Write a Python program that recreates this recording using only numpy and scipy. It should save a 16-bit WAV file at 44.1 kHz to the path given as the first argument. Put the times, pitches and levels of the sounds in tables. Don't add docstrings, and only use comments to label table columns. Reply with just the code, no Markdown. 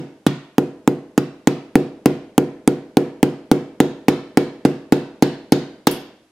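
import sys
import numpy as np
from scipy import signal
from scipy.fft import rfft, irfft
from scipy.io import wavfile
from scipy.ndimage import uniform_filter1d

SR = 44100
rng = np.random.default_rng(int(sys.argv[2]) if len(sys.argv) > 2 else 0)


def store_pcm(level_fs):
    pcm = np.round(np.clip(level_fs, -1, 1) * 32767).astype(np.int16)
    wavfile.write(sys.argv[1], SR, np.atleast_2d(pcm).T)


N = 278445

# start_s, blow_db, lean_db_per_octave, tick_db, rattle_db, favoured_hz, muted_hz
JABS = [(-0.06, -3.5, -4.5, 6, -2, 2620, 1920), (0.2654, -4.5, -9, -6.5, 5, 2650, 1740),
        (0.582, -1.9, 0, -3, -2.5, 2480, 1670), (0.876, -1.5, -1, -4.5, -3.5, 6600, 1940),
        (1.1779, -3.5, -3.5, -3, 1, 1360, 2000), (1.4728, -2, -2.5, 1.5, 3.5, 7140, 11000),
        (1.7552, 1, -0.5, 1, 0.5, 1730, 5100), (2.0585, 0, -1.5, 4.5, 2.5, 2430, 1370),
        (2.3797, 0, 0.2, 4, -1.5, 2860, 2100), (2.6761, -1, 0, 1.5, -0.5, 8800, 4000),
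        (2.97, -0.5, 2, 0, -0.5, 3000, 2100), (3.2295, -0.5, -1.5, -0.5, 1, 1920, 3300),
        (3.5147, 0.2, -.5, -0.5, 1, 3950, 2950), (3.8026, -0.2, 0.5, 0.5, 4, 2200, 5400),
        (4.0832, -0.8, 0.5, -3.5, 6, 2460, 9400), (4.3727, -1, 1.9, -1, 4.5, 1720, 2870),
        (4.6509, -0.5, -2, -6.5, 2, 4600, 3030), (4.923, -0.5, -0.5, -1.5, 4.5, 1650, 2900),
        (5.2239, -0.5, -1.7, -1.5, 6, 4170, 1970), (5.5216, 0.1, -1.9, -1, 7, 4100, 2000),
        (5.8711, -4.5, 1.5, 4.5, 9, 4380, 1750)]
# mode_hz, level_db, t60_s
TABLE_MODES = [(196.8, 5, 0.083), (251.4, 5, 0.093), (284.4, 3, 0.082), (403, 0.5, 0.041),
               (744, -9.5, 0.027)]
# mode_hz, level_db, t60_s
CASE_MODES = [(825, -17, 0.042), (1024, -18.5, 0.024), (1421, -29.5, 0.072)]
# mode_hz, level_db, t60_s
BLADE_MODES = [(3900, -47, .07), (4850, -48, 0.12), (7300, -50.5, .05), (8800, -56, 0.049),
               (10231, -52, 0.076), (11200, -52, 0.065), (13484, -47, 0.041), (14867, -54.5, .07)]
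# start_s, snap_db, ring_db
CRACKS = [(5.8695, -17, -15), (5.913, -26.5, 5)]
# mode_hz, level_db, t60_s
GLASS_MODES = [(7779, -48, .17), (9060, -44, 0.23), (9040, -49, 0.32), (10300, -37, 0.14),
               (11460, -50, .16), (12910, -45, 0.3), (13060, -52.5, .25), (13480, -51, .22),
               (14580, -41.5, .09), (15640, -50, .06)]
# mode_hz, level_db, t60_s
ROOM_MODES = [(131, -17, 0.14), (140.1, -20, 0.31), (156.14, -21.5, 0.31), (167.3, -16, 0.19),
              (186.7, -1.5, 0.089), (193.7, -18, 0.26), (236.8, -17.5, 0.21), (244.4, -12, 0.22),
              (271.3, -11, 0.12), (277.8, -18, 0.41), (297, -20, 0.36), (308.8, -10.5, 0.14),
              (315.1, -32, 0.86), (324.5, -7.5, 0.13), (336.5, -5, 0.12), (343, -9, 0.1), (352, -8.5, 0.23),
              (371, -5, 0.17), (387, -2.5, 0.098), (426, -36, 0.17), (412.6, -29, 0.2),
              (422.4, -28.5, 0.56), (452.2, -8, 0.09), (468, -24.5, 0.45), (476.4, -1.5, 0.085),
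              (494.4, -26, 0.48), (506, -35, 0.58), (518.6, -13.5, 0.072), (554.3, -25.5, 0.2),
              (579.5, -26.5, 0.11)]
# freq_hz, density_db_per_hz
TICK_COLOUR = [(300, 1), (800, 5), (1800, -0.5), (3000, -7.5), (5500, -8), (9000, -6.5), (13000, -11.5),
               (15500, -10), (16500, -28.5)]
# freq_hz, density_db_per_hz
BUZZ_COLOUR = [(300, -22), (800, -0.5), (1200, -1), (2000, -1), (4000, -8), (7000, -10), (11000, -18),
               (15000, -19), (16500, -32.5)]
# freq_hz, density_db_per_hz
SNAP_COLOUR = [(1000, -10), (4000, -7), (8000, -10), (13500, 11.5), (15500, -6), (16500, -15.5)]
# freq_hz, density_db_per_hz
ROOM_BASS_COLOUR = [(30, -29), (85, -14), (125, -2.5), (220, 0.5), (320, 6), (480, -9), (620, -2.5),
                    (800, -8), (1100, -22.5), (1800, -22.5), (4000, -38.5)]
# freq_hz, density_db_per_hz
ROOM_TREBLE_COLOUR = [(400, 2), (900, 9), (1500, 3.5), (3200, 0), (5000, -5), (7000, -9.5), (10000, -16),
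                      (13500, -18), (15000, -35.5), (16000, -46)]
# freq_hz, density_db_per_hz
AIR_COLOUR = [(25, -25), (110, -8), (300, -15.5), (700, -12.5), (2000, -18.5), (6000, -22.5), (12000, -28),
              (15000, -49.5)]
# freq_hz, t60_s
ROOM_T60 = [(60, 0.36), (300, 0.71), (800, 0.57), (2000, 0.61), (4500, 0.55), (8000, 0.42), (11000, .33),
            (14000, 0.22)]
# freq_hz, likeness_0_to_1
ROOM_SAME = [(200, 1), (500, 0.95), (1000, 0.85), (2000, 0.4), (5000, 0.13), (12000, 0)]

EDGE_HZ = 16500
T = np.arange(round(0.7 * SR)) / SR
HZ = np.fft.rfftfreq(len(T), 1 / SR)

SPOT_PEAK_DB, SPOT_DIP_DB, SPOT_RING_DB = 9, -20, 1
TICK_TILT_DB_PER_OCTAVE, ROOM_TILT_DB_PER_OCTAVE = -1.4, -0.44
KNOCK_DB, KNOCK_DB_PER_RATTLE_DB, KNOCK_DB_PER_LEAN = 1.17, 0.23, 0.3
PLATE_HZ, PLATE_DB_PER_RATTLE_DB = 4160, 0.61
ROOM_TREBLE_DB, TREBLE_DB_PER_RATTLE_DB = -37, 0.85
BLADE_DB = 4


def jab(room_bass, blow_db, lean, tick_db, rattle_db, favoured_hz, muted_hz):
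    spot_db = hump(favoured_hz, SPOT_PEAK_DB, octaves=0.19)
    spot_db += hump(muted_hz, SPOT_DIP_DB, octaves=0.21)
    plate_db = ripple() + hump(PLATE_HZ, PLATE_DB_PER_RATTLE_DB * rattle_db, octaves=0.73)
    plate_db += hump(favoured_hz, SPOT_RING_DB, octaves=0.31)
    knock_db = KNOCK_DB + KNOCK_DB_PER_RATTLE_DB * rattle_db + KNOCK_DB_PER_LEAN * lean

    out = gain_of(tick_db) * tick(tilt(TICK_TILT_DB_PER_OCTAVE) + spot_db)
    out += gain_of(rattle_db) * buzz(plate_db)
    out += gain_of(BLADE_DB) * blade()

    boom = thump(1.67 * lean) + standing_waves(1.03 * lean)
    add(out, 0.00088, gain_of(blow_db) * boom + gain_of(knock_db) * case_knock())

    treble_db = ROOM_TREBLE_DB + TREBLE_DB_PER_RATTLE_DB * rattle_db
    room_treble = reverberation(ROOM_TREBLE_COLOUR, wait_s=0.0039, rise_s=0.005,
                                extra_db=plate_db + tilt(ROOM_TILT_DB_PER_OCTAVE))
    out += gain_of(blow_db + 1.1 * knock_db) * room_bass
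    return out + gain_of(treble_db) * room_treble


def thump(lean_db_per_octave, corner_hz=331):
    highpass = signal.butter(2, corner_hz, "high", fs=SR, output="sos")
    return signal.sosfilt(highpass, ring(TABLE_MODES, lean_db_per_octave))


def tick(colour_db, contact_s=0.00048, t60_s=0.0076, gain_db=-8.0):
    contact = np.minimum(fade(t60_s) * np.exp(np.log(1000) * contact_s / t60_s), 1)
    return gain_of(gain_db) * noise(TICK_COLOUR, same=0.82, extra_db=colour_db) * contact


def buzz(colour_db, gain_db=-19, t60_s=0.033, bounce_hz=310, depth=0.82):
    chatter = 1 + depth * np.cos(2 * np.pi * bounce_hz * T)
    envelope = swell(wait_s=0.00069, rise_s=0.002) * fade(t60_s)
    return gain_of(gain_db) * noise(BUZZ_COLOUR, same=0.4, extra_db=colour_db) * chatter * envelope


def case_knock():
    return ring(CASE_MODES)


def blade(detune=0.0024):
    draws = rng.standard_normal((len(BLADE_MODES), 2))
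    out = 0
    for (hz, db, t60_s), (share, load) in zip(BLADE_MODES, draws):
        out = out + share * ring([(hz * (1 + detune * load), db, t60_s)])
    return out


def crack(snap_db, ring_db, t60_s=0.027, splinters_per_s=800, splinters_db=-4,
          splinters_t60_s=0.09, room_db=-23):
    is_break = rng.random(len(T)) < splinters_per_s / SR
    breaks = is_break * rng.standard_normal(len(T)) * fade(splinters_t60_s)
    splinter = noise(SNAP_COLOUR, same=0.6) * fade(0.001)
    splinters = signal.oaconvolve(splinter, breaks[None], axes=1)[:, :len(T)]
    snap = noise(SNAP_COLOUR, same=0.65) * fade(t60_s) + gain_of(splinters_db) * splinters
    snap += gain_of(room_db) * reverberation(SNAP_COLOUR, wait_s=0.0044, rise_s=0.004) * fade(0.6)
    return gain_of(snap_db) * snap + gain_of(ring_db) * ring(GLASS_MODES)


def standing_waves(lean_db_per_octave, spread_db=1.0):
    even = ring(ROOM_MODES[::2], lean_db_per_octave)
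    odd = ring(ROOM_MODES[1::2], lean_db_per_octave)
    sides_db = spread_db * np.array([[1], [-1]]) / 2
    return (gain_of(sides_db) * even + gain_of(-sides_db) * odd) * swell(wait_s=0.0083, rise_s=0.01)


def reverberation(colour, wait_s, rise_s, extra_db=0):
    reflections = noise(colour, read(ROOM_SAME, HZ), extra_db)
    hz, t, bands = signal.stft(reflections, SR, nperseg=256)
    bands = bands * np.exp(-np.log(1000) * t / read(ROOM_T60, hz)[:, None])
    return signal.istft(bands, nperseg=256)[1][:, :len(T)] * swell(wait_s, rise_s)


def room_tone(gain_db=-64):
    same = read(ROOM_SAME, np.fft.rfftfreq(N, 1 / SR))
    return gain_of(gain_db) * noise(AIR_COLOUR, same, size=N)


def ring(modes, lean_db_per_octave=0, pivot_hz=270):
    out = 0
    for hz, db, t60_s in modes:
        gain = gain_of(db + lean_db_per_octave * np.log2(hz / pivot_hz))
        out = out + gain * fade(t60_s) * np.sin(2 * np.pi * hz * T)
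    return out


def noise(colour, same, extra_db=0, size=len(T)):
    gain = gain_of(read(colour, np.fft.rfftfreq(size, 1 / SR)))
    mid, side = rfft(rng.standard_normal((2, size))) * gain / np.sqrt(2 * np.mean(gain ** 2))
    same = np.clip(same, -1, 1)
    mid, side = mid * np.sqrt(1 + same), side * np.sqrt(1 - same)
    return irfft(np.array([mid + side, mid - side]) * gain_of(extra_db), size)


def hump(hz, height_db, octaves):
    return height_db * np.exp(-(np.log2((HZ + 1) / hz) / octaves) ** 2)


def ripple(depth_db=2.5, size=60):
    hills = uniform_filter1d(rng.standard_normal(len(HZ)), size)
    hills = uniform_filter1d(hills, size)
    return depth_db * hills / hills.std()


def tilt(db_per_octave, knee_hz=1900):
    return db_per_octave * np.log2(np.maximum(HZ, knee_hz) / 4500)


def fade(t60_s):
    return np.exp(-np.log(1000) * T / t60_s)


def swell(wait_s, rise_s):
    return np.clip((T - wait_s) / rise_s, 0, 1)


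def gain_of(db):
    return 10 ** (np.asarray(db) / 20)


def read(points, hz):
    f, value = np.transpose(points)
    return np.interp(np.log(hz + 1), np.log(f + 1), value)


def add(mix, start_s, sound):
    start = round(start_s * SR)
    sound = sound[..., max(-start, 0):]
    part = mix[:, max(start, 0):][:, :sound.shape[-1]]
    part += sound[..., :part.shape[1]]


def scene():
    mix = room_tone()
    room_bass = gain_of(-25.0) * reverberation(ROOM_BASS_COLOUR, wait_s=0.005, rise_s=0.0077)
    for start_s, *blow in JABS:
        add(mix, start_s, jab(room_bass, *blow))
    for start_s, snap_db, ring_db in CRACKS:
        add(mix, start_s, crack(snap_db, ring_db))
    return mix * gain_of([[-0.2], [0.2]])


def record(dry, ceiling=1.0):
    squashed = ceiling * np.tanh(dry / ceiling)
    lowpass = signal.firwin(301, EDGE_HZ, window=("kaiser", 9), fs=SR)
    return signal.oaconvolve(squashed, lowpass[None], "same")


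dry = scene()
out = record(dry)
store_pcm(out)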